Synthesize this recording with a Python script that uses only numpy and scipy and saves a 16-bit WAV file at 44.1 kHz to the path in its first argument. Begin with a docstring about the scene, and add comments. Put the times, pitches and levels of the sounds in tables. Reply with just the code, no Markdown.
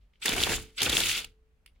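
"""Two short bursts of an impact wrench loosening a wheel nut, close by on a paved yard.
In each, noisy gears whirr and hiss, hammer blows clang and crack, and the nut grinds in its steel wheel.
The blows and the grinding make the wheel ring and shake; a faint hum stays on after the second burst.
Small clicks and soft rustles of the hand on the tool come at both ends, over a low outdoor rumble.
Random tooth contacts and noise are coloured, shaped in time and fed to ringing modes."""
import sys
import numpy as np
from scipy import signal
from scipy.fft import rfft, irfft
from scipy.io import wavfile

SR = 44100
rng = np.random.default_rng(int(sys.argv[2]) if len(sys.argv) > 2 else 0)


def generate_wav(signal):
    """Clip the signal to [-1, 1] and save it as 16-bit WAV at the path in sys.argv[1]."""
    frames = np.transpose(np.atleast_2d(signal))
    scaled = np.clip(frames, -1, 1) * 32767
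    pcm = np.round(scaled).astype(np.int16)
    wavfile.write(sys.argv[1], SR, pcm)


N = 79380  # length in samples
T = np.arange(N) / SR  # time of each sample, s
HZ = np.maximum(np.fft.rfftfreq(N, 1 / SR), 1)  # frequency of each spectrum bin

# Hammer blows: (time [s], clang level [dB], clang pitch [Hz], crack level [dB],
# thud level [dB], thud pitch [Hz], length [s])
HAMMER_BLOWS = [(.257, -27, 2150, -22.5, -43, 388.6, 0.0034), (0.281, -21.5, 3490, -48, -35.5, 574, 0.0011),
                (.291, -28, 3600, -26, -31, 250, 0.0032), (0.3204, -27.5, 2560, -42, -47, 432.3, 0.003),
                (0.328, -31, 3050, -34, -39, 220, 0.0012), (0.334, -31, 2300, -33.5, -38, 382.3, 0.0062),
                (.365, -38, 2100, -33.5, -32, 880, 0.0027), (0.381, -29.5, 2810, -37, -40.5, 280, 0.0034),
                (0.394, -34, 3700, -48, -36.5, 440, 0.0028), (0.403, -29, 3460, -49, -40, 390, 0.0025),
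                (0.4277, -31, 3460, -29.5, -44, 417, .003),
                (0.4355, -17.5, 3560, -25.5, -38.5, 430, 0.0025),
                (0.4652, -33, 2680, -41, -42.5, 740, 0.0022), (0.4683, -37.5, 2160, -38, -29, 660, 0.003),
                (.493, -31, 2640, -39, -35, 236.3, .004), (0.5019, -34, 2100, -36.5, -33, 199.3, 0.0051),
                (0.8048, -27.5, 3700, -34.5, -49.5, 392, 0.0013),
                (0.8181, -22, 3530, -22, -38.5, 320, 0.0018), (.8295, -32.5, 2950, -23.5, -45, 420, 0.0043),
                (0.857, -27.5, 3260, -40, -40, 246, .005), (0.863, -25.5, 2700, -44.5, -40.5, 360, .003),
                (0.895, -26.5, 3550, -26, -35, 281.3, 0.0054),
                (0.9266, -25.5, 3380, -38, -36.5, 258.7, 0.0049),
                (0.9679, -17, 3130, -25.5, -35.5, 423.5, 0.0022),
                (1.0037, -25.5, 2980, -25, -39, 440, 0.0019), (1.036, -23, 3050, -42.5, -50, 493.5, 0.0018),
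                (1.0672, -32, 3020, -30.5, -53.5, 390, 0.0033),
                (1.0937, -27.5, 2600, -31, -50, 459, 0.0033), (1.1137, -30, 2590, -43, -57.5, 430, 0.0053),
                (1.177, -34, 3070, -39.5, -52.5, 369, 0.0056), (1.2441, -39, 2900, -40, -58.5, 685, 0.0048)]
# Ringing modes of the tool's housing and socket: (pitch [Hz], relative level [dB], time to fall 60 dB [s])
HOUSING_MODES = [(2258, -11, 0.077), (2680, -7.5, .06), (2650, -5.5, .07), (2780, 1.5, .09),
                 (3060, -0.5, 0.13), (3050, -2.5, .06), (3460, 3.5, 0.043), (3530, 4.5, .07),
                 (3680, -1, .07), (3980, -10.5, 0.11), (3930, -5.5, 0.24), (4690, -10.5, .04),
                 (6760, -12.5, 0.023), (10570, -14.5, .012)]


def from_db(db):
    """Turn decibels into a gain."""
    return 10 ** (np.asarray(db) / 20)


def rms_one(x):
    """Scale a signal to an average strength (rms) of 1."""
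    return x / np.sqrt(np.mean(x ** 2) + 1e-20)


def colour(points):
    """Gain at every frequency, drawn through (frequency [Hz], level [dB]) points."""
    hz, db = np.transpose(points)
    return from_db(np.interp(np.log(HZ), np.log(hz), db))


def resonance(hz, width_hz):
    """Gain of one resonance, strongest at its own pitch."""
    detuning = (HZ ** 2 - hz ** 2) / (HZ * width_hz)
    return 1 / np.sqrt(1 + detuning ** 2)


def level(s, db):
    """Gain over time: a 10 ms rise up to the first point, the curve, then a steady fade."""
    fade_db_per_s = 299.5
    faded_db = np.interp(T, s, db) - fade_db_per_s * np.maximum(T - s[-1], 0)
    rise = np.clip(1 + (T - s[0]) / .01, 0, 1)
    return from_db(faded_db) * rise


def flutter(rate_hz):
    """Slow random wandering, made by smoothing noise; rms 1."""
    spectrum = rfft(rng.standard_normal(N)) / (1 + (HZ / rate_hz) ** 2)
    return rms_one(irfft(spectrum, N))


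def unevenness(rate_hz, depth_db):
    """A randomly fluttering gain with rms 1."""
    return rms_one(from_db(depth_db * flutter(rate_hz)))


def noise():
    """Two unrelated white noises."""
    return rng.standard_normal((2, N))


def contacts(per_s, spread_db):
    """Two trains of tiny metal contacts, random in time, size and sign."""
    sizes = from_db(spread_db * np.minimum(rng.exponential(1, (2, N)), 4))
    signed = sizes * rng.choice([-1, 1], (2, N))
    return signed * (rng.random((2, N)) < per_s / SR)


def stereo(pair, gain, width=None):
    """Colour two signals and use them as the middle and the left-right difference; rms 1."""
    # Width of the tool's sound: (frequency [Hz], side level minus middle level [dB])
    tool_width = [(60, -8), (450, -6.5), (1050, -2.5), (1400, -7.5), (1700, -1), (2100, -7), (2700, -5.5),
                  (3200, -11), (3900, -5), (5100, 0.5), (6500, -1.5), (9200, -3), (11000, -.5), (15000, 1)]
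    side_gain = colour(tool_width if width is None else width)
    mid, side = irfft(rfft(pair) * gain * [np.ones(len(HZ)), side_gain], N)
    return rms_one(np.array([mid + side, mid - side]))


def envelope(s, attack_s, length_s, t60):
    """Rise from s, hold until s + length_s, then fall 60 dB in every t60 seconds."""
    rise = np.clip((T - s) / attack_s, 0, 1)
    return rise * from_db(-60 * np.clip((T - s - length_s) / t60, 0, 3))


def strike(sound, s, db, length_s, t60):
    """Cut a short stroke out of a sound and set its level, whatever the chance strength of that piece."""
    shape = envelope(s, .0004, length_s, t60)
    stroke = shape * sound
    return from_db(db) * stroke / np.sqrt(np.mean(stroke ** 2) / np.mean(shape ** 2))


def ring(x, modes):
    """Let x set resonant modes ringing; the sum is as strong (rms) as x."""
    out = 0
    for hz, db, t60 in modes:
        decay = from_db(-60 / (t60 * SR))  # loss per sample
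        turn = 2 * np.pi * hz / SR  # phase step per sample
        feedback = [1, -2 * decay * np.cos(turn), decay * decay]
        mode = signal.lfilter([1, 0, -1], feedback, x + 1e-18)
        out = out + from_db(db) * rms_one(mode)
    return rms_one(out) * np.sqrt(np.mean(x ** 2))


def drive():
    """Gear teeth rattle in the housing: a whirr near 3 kHz and a hiss above, uneven as the socket wobbles."""
    # The drive, one list for each burst: (time [s], gear whirr level [dB], treble hiss level [dB])
    drive_bursts = [
        [(.205, -71, -70), (.215, -67, -62), (.223, -35, -53), (.25, -42, -39), (.263, -30, -32.5),
         (.355, -39.5, -39.5), (.42, -32, -31.5), (.485, -37, -37.5), (.548, -31.5, -33), (.58, -45.5, -44),
         (.64, -56, -57), (.745, -73, -77)],
        [(.755, -71.5, -72.5), (.768, -63, -61), (.779, -34.5, -50.5), (.812, -31.5, -42.5), (.832, -33, -29),
         (.885, -36, -39), (.955, -31, -29), (1.06, -31, -33), (1.12, -31.5, -33), (1.145, -32, -36),
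         (1.188, -34, -36), (1.226, -46, -52.5), (1.238, -47, -53.5), (1.29, -67, -73)],
    ]
    # Tone of the whirr: (frequency [Hz], level [dB per Hz])
    whirr_tone = [(300, -24), (1050, -19.5), (1450, -6), (1750, -13.5), (2100, -2.5), (2650, -1.5),
                  (3100, 0), (3600, -2), (4200, -5.5), (4700, -5.5), (5600, -18.5), (9000, -29.5),
                  (16000, -44)]
    # Tone of the hiss: (frequency [Hz], level [dB per Hz])
    hiss_tone = [(2000, -16), (4000, -8), (5800, 0), (7200, 1), (8300, -2.5), (10000, -1), (12000, -8),
                 (15500, -10.5)]

    curves = [np.transpose(burst) for burst in drive_bursts]
    whirr_level = sum(level(s, whirr_db) for s, whirr_db, _ in curves)
    whirr = whirr_level * stereo(contacts(per_s=4200, spread_db=3.5), colour(whirr_tone))
    hiss_level = sum(level(s, hiss_db) for s, _, hiss_db in curves)
    hiss = hiss_level * stereo(contacts(per_s=14000, spread_db=2.5), colour(hiss_tone))
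    uneven_hiss = hiss * unevenness(rate_hz=54, depth_db=1.84)
    return (whirr + uneven_hiss) * unevenness(rate_hz=330, depth_db=0.5)


def hammer():
    """Each blow clangs at a pitch set by how anvil and socket meet, with a bright crack on top."""
    # Tone of the crack: (frequency [Hz], level [dB per Hz])
    crack_tone = [(700, -12.5), (1800, 4), (4600, 5.5), (7000, 4), (10000, 1), (12500, -2.5), (15500, -5.5)]
    crack_t60_s = .016

    crack = stereo(contacts(per_s=9800, spread_db=0.5), colour(crack_tone))
    blows = 0
    for s, clang_db, hz, crack_db, _, _, length_s in HAMMER_BLOWS:
        blows = blows + clang(s, clang_db, hz, length_s)
        blows = blows + strike(crack, s, crack_db, length_s, crack_t60_s)
    return blows


def clang(s, db, hz, length_s):
    """The jaws meet, chatter and bounce once; anvil and socket ring for a few cycles."""
    chatter_db, side_db, bounce_db = 4, -3, -3  # middle chatter, side chatter, second hit
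    band_hz, ring_s = 990, 0.00054  # width of each filter pass; ringing time allowed for in the level

    during = (T >= s) & (T < s + length_s)
    hits = noise() * during * from_db([[chatter_db], [side_db]]) / np.sqrt(during.sum() + 1)
    hits[0, int(s * SR)] += 1
    hits[0, int((s + length_s) * SR)] += from_db(bounce_db)
    body = signal.butter(1, [hz - band_hz / 2, hz + band_hz / 2], "band", fs=SR, output="sos")
    # The same filter twice; the trace of noise keeps it from falling quite silent
    mid, side = signal.sosfilt(np.vstack([body, body]), hits + 1e-18 * noise())
    both = np.array([mid + side, mid - side])
    # Set the average strength over the blow and its short ring
    return from_db(db) * both * np.sqrt(2 * (length_s + ring_s) * SR / np.sum(both ** 2))


def wheel():
    """The grinding nut and the blows drive the steel wheel, which rings on; the tyre shakes a moment later."""
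    # The nut grinds against the wheel: (time [s], level [dB])
    grinding = [(.21, -72), (.225, -61), (.251, -62), (.26, -35), (.355, -37.5), (.44, -37), (.515, -36),
                (.56, -40.5), (.63, -59), (.70, -69), (.765, -79), (.785, -51), (.808, -49), (.822, -36),
                (.92, -38), (1.012, -38), (1.05, -42), (1.11, -52), (1.195, -54), (1.215, -53), (1.33, -83)]
    # Tone of the grinding: (frequency [Hz], level [dB per Hz])
    scrape_tone = [(50, -14.5), (100, 3), (200, -7.5), (420, -1.5), (560, -9.5), (750, -6.5), (1050, -10),
                   (1400, -5), (2200, -5.5), (4000, -33.5), (12000, -45)]
    # Tone of the low shaking: (frequency [Hz], level [dB per Hz])
    shake_tone = [(12, -15.5), (25, -3), (38, -2.5), (70, -4), (100, -6.5), (160, -17), (400, -48.5)]
    # Modes of the steel wheel on its tyre: (pitch [Hz], relative level [dB], time to fall 60 dB [s])
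    wheel_modes = [(66, 0, .55), (178, -9, .5), (204, -5, .45), (235, -4, .5), (262, -7, .45),
                   (284, -2, .45), (343, -2, .35), (395, -3, .3), (438, -1, .5), (470, -4, .35),
                   (502, -7, .25), (750, -17, .35)]
    thud_width_hz, thud_t60_s = 620, 0.022  # the width is for one pass of the resonance
    ring_db = -8  # against the knocks that drive it
    shake_db, shake_lag_s = -6, 0.066  # against the grinding curve

    s, db = np.transpose(grinding)
    scrape = stereo(contacts(per_s=1500, spread_db=2.5), colour(scrape_tone))
    knocks = level(s, db) * scrape * unevenness(rate_hz=56, depth_db=3.1)
    for at, _, _, _, thud_db, hz, length_s in HAMMER_BLOWS:
        thud = stereo(noise(), resonance(hz, thud_width_hz) ** 2)
        knocks = knocks + strike(thud, at, thud_db, length_s, thud_t60_s)
    ringing = from_db(ring_db) * ring(knocks.mean(axis=0), wheel_modes)
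    shake = level(s + shake_lag_s, db + shake_db) * stereo(noise(), colour(shake_tone))
    return knocks + ringing + shake


def whines():
    """The motor sings briefly: narrow bands of noise that swell and die away."""
    # Thin whines, at start-up and at full speed:
    # (time [s], length [s], pitch [Hz], level [dB], time to fall 60 dB [s])
    motor_whines = [(0.213, .032, 8000, -49, .03), (0.512, .035, 7240, -36, .15),
                    (0.763, .022, 7780, -51, .03)]
    width_hz, attack_s = 260, .006  # the width is for one pass of the resonance

    total = 0
    for s, length_s, hz, db, t60 in motor_whines:
        tone = stereo(noise(), resonance(hz, width_hz) ** 2)
        total = total + from_db(db) * envelope(s, attack_s, length_s, t60) * tone
    return total


def hum():
    """One clean tone of the wheel, a plain sine, lingers as the second burst dies away."""
    tone = np.sqrt(2) * np.sin(2 * np.pi * 438 * T)  # 438 Hz, rms 1
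    return from_db(-74.5) * tone * envelope(1.19, attack_s=.04, length_s=0.24, t60=.9)


def clicks():
    """Light clicks of the tool: its housing rings faintly and a weak, noisy room tail follows each one."""
    # Small clicks of the tool in the hand: (time [s], level [dB], dull above [Hz])
    tool_clicks = [(.1355, -68.5, 4500), (0.156, -67, 4020), (1.6609, -50, 13960), (1.676, -60.5, 5970),
                   (1.76, -73.5, 3000)]
    # Tone of a click: (frequency [Hz], level [dB per Hz])
    click_tone = [(500, -40), (900, -32), (1300, -11.5), (1700, -18), (2200, 1), (2500, -4.5), (2800, 1.5),
                  (3400, -5), (4200, -15.5), (4800, -7.5), (6500, -25), (10300, -4.5), (13000, -23),
                  (15000, -14)]
    length_s, click_t60_s = 0.0027, 0.0083
    tail_db, tail_t60_s = -13.5, 0.162  # level against the click
    ring_db = -17  # against the clicks

    direct, tails = 0, 0
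    for s, db, dull_hz in tool_clicks:
        snap = stereo(noise(), colour(click_tone) / (1 + (HZ / dull_hz) ** 4))
        direct = direct + strike(snap, s, db, length_s, click_t60_s)
        tails = tails + strike(snap, s, db + tail_db, length_s, tail_t60_s)
    return direct + from_db(ring_db) * ring(direct, HOUSING_MODES) + tails


def rustles():
    """Skin slides softly over the grip: swells of noise around 3 kHz."""
    # The hand rustles on the grip: (time [s], length [s], level [dB])
    grip_rustles = [(.005, 0.036, -81), (0.129, 0.035, -78.5), (1.745, 0.014, -80)]
    swell = 0
    for s, length_s, db in grip_rustles:
        swell = swell + from_db(db) * envelope(s, .0059, length_s, t60=.2)
    return swell * stereo(noise(), resonance(2920, 2200) ** 2)


def yard(x):
    """A faint dull tail from the car body, paving and walls: x smeared by fading noise."""
    tail_db, tail_t60_s, dull_hz = -24, 0.11, 5000
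    dull_noise = irfft(rfft(noise()) / np.sqrt(1 + (HZ / dull_hz) ** 4), N)
    tail = dull_noise * envelope(.004, 0.0025, .005, tail_t60_s)
    tail /= np.sqrt(np.sum(tail ** 2, axis=1, keepdims=True) * SR / 2 / dull_hz)
    return from_db(tail_db) * signal.fftconvolve(x, tail, axes=1)[:, :N]


def air():
    """A steady low outdoor rumble of coloured noise."""
    # Tone of the rumble: (frequency [Hz], level [dB per Hz])
    air_tone = [(15, -13), (27, -0.5), (37, 6.5), (50, 8), (75, -2.5), (100, -14.5), (170, -16), (300, -24),
                (600, -28.5), (1000, -33.5), (2500, -36), (5000, -45), (10000, -50), (15000, -53.5)]
    # Width of the rumble: (frequency [Hz], side level minus middle level [dB])
    air_spread = [(60, -19.5), (180, -15.5), (550, -3), (1650, -1), (15000, -2.5)]
    return from_db(-63) * stereo(noise(), colour(air_tone), air_spread)


def scene():
    """Wrench and wheel in the yard, over the outdoor rumble."""
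    tool = drive() + hammer()
    housing = from_db(-15) * ring(tool, HOUSING_MODES)
    near = tool + housing + whines() + wheel() + hum() + clicks() + rustles()
    return near + yard(near) + air()


def record(dry):
    """Cut the treble steeply above 16 kHz."""
    treble_cut = signal.ellip(12, .1, 80, 16000, fs=SR, output="sos")
    return signal.sosfilt(treble_cut, dry)


dry = scene()
out = record(dry)
generate_wav(out)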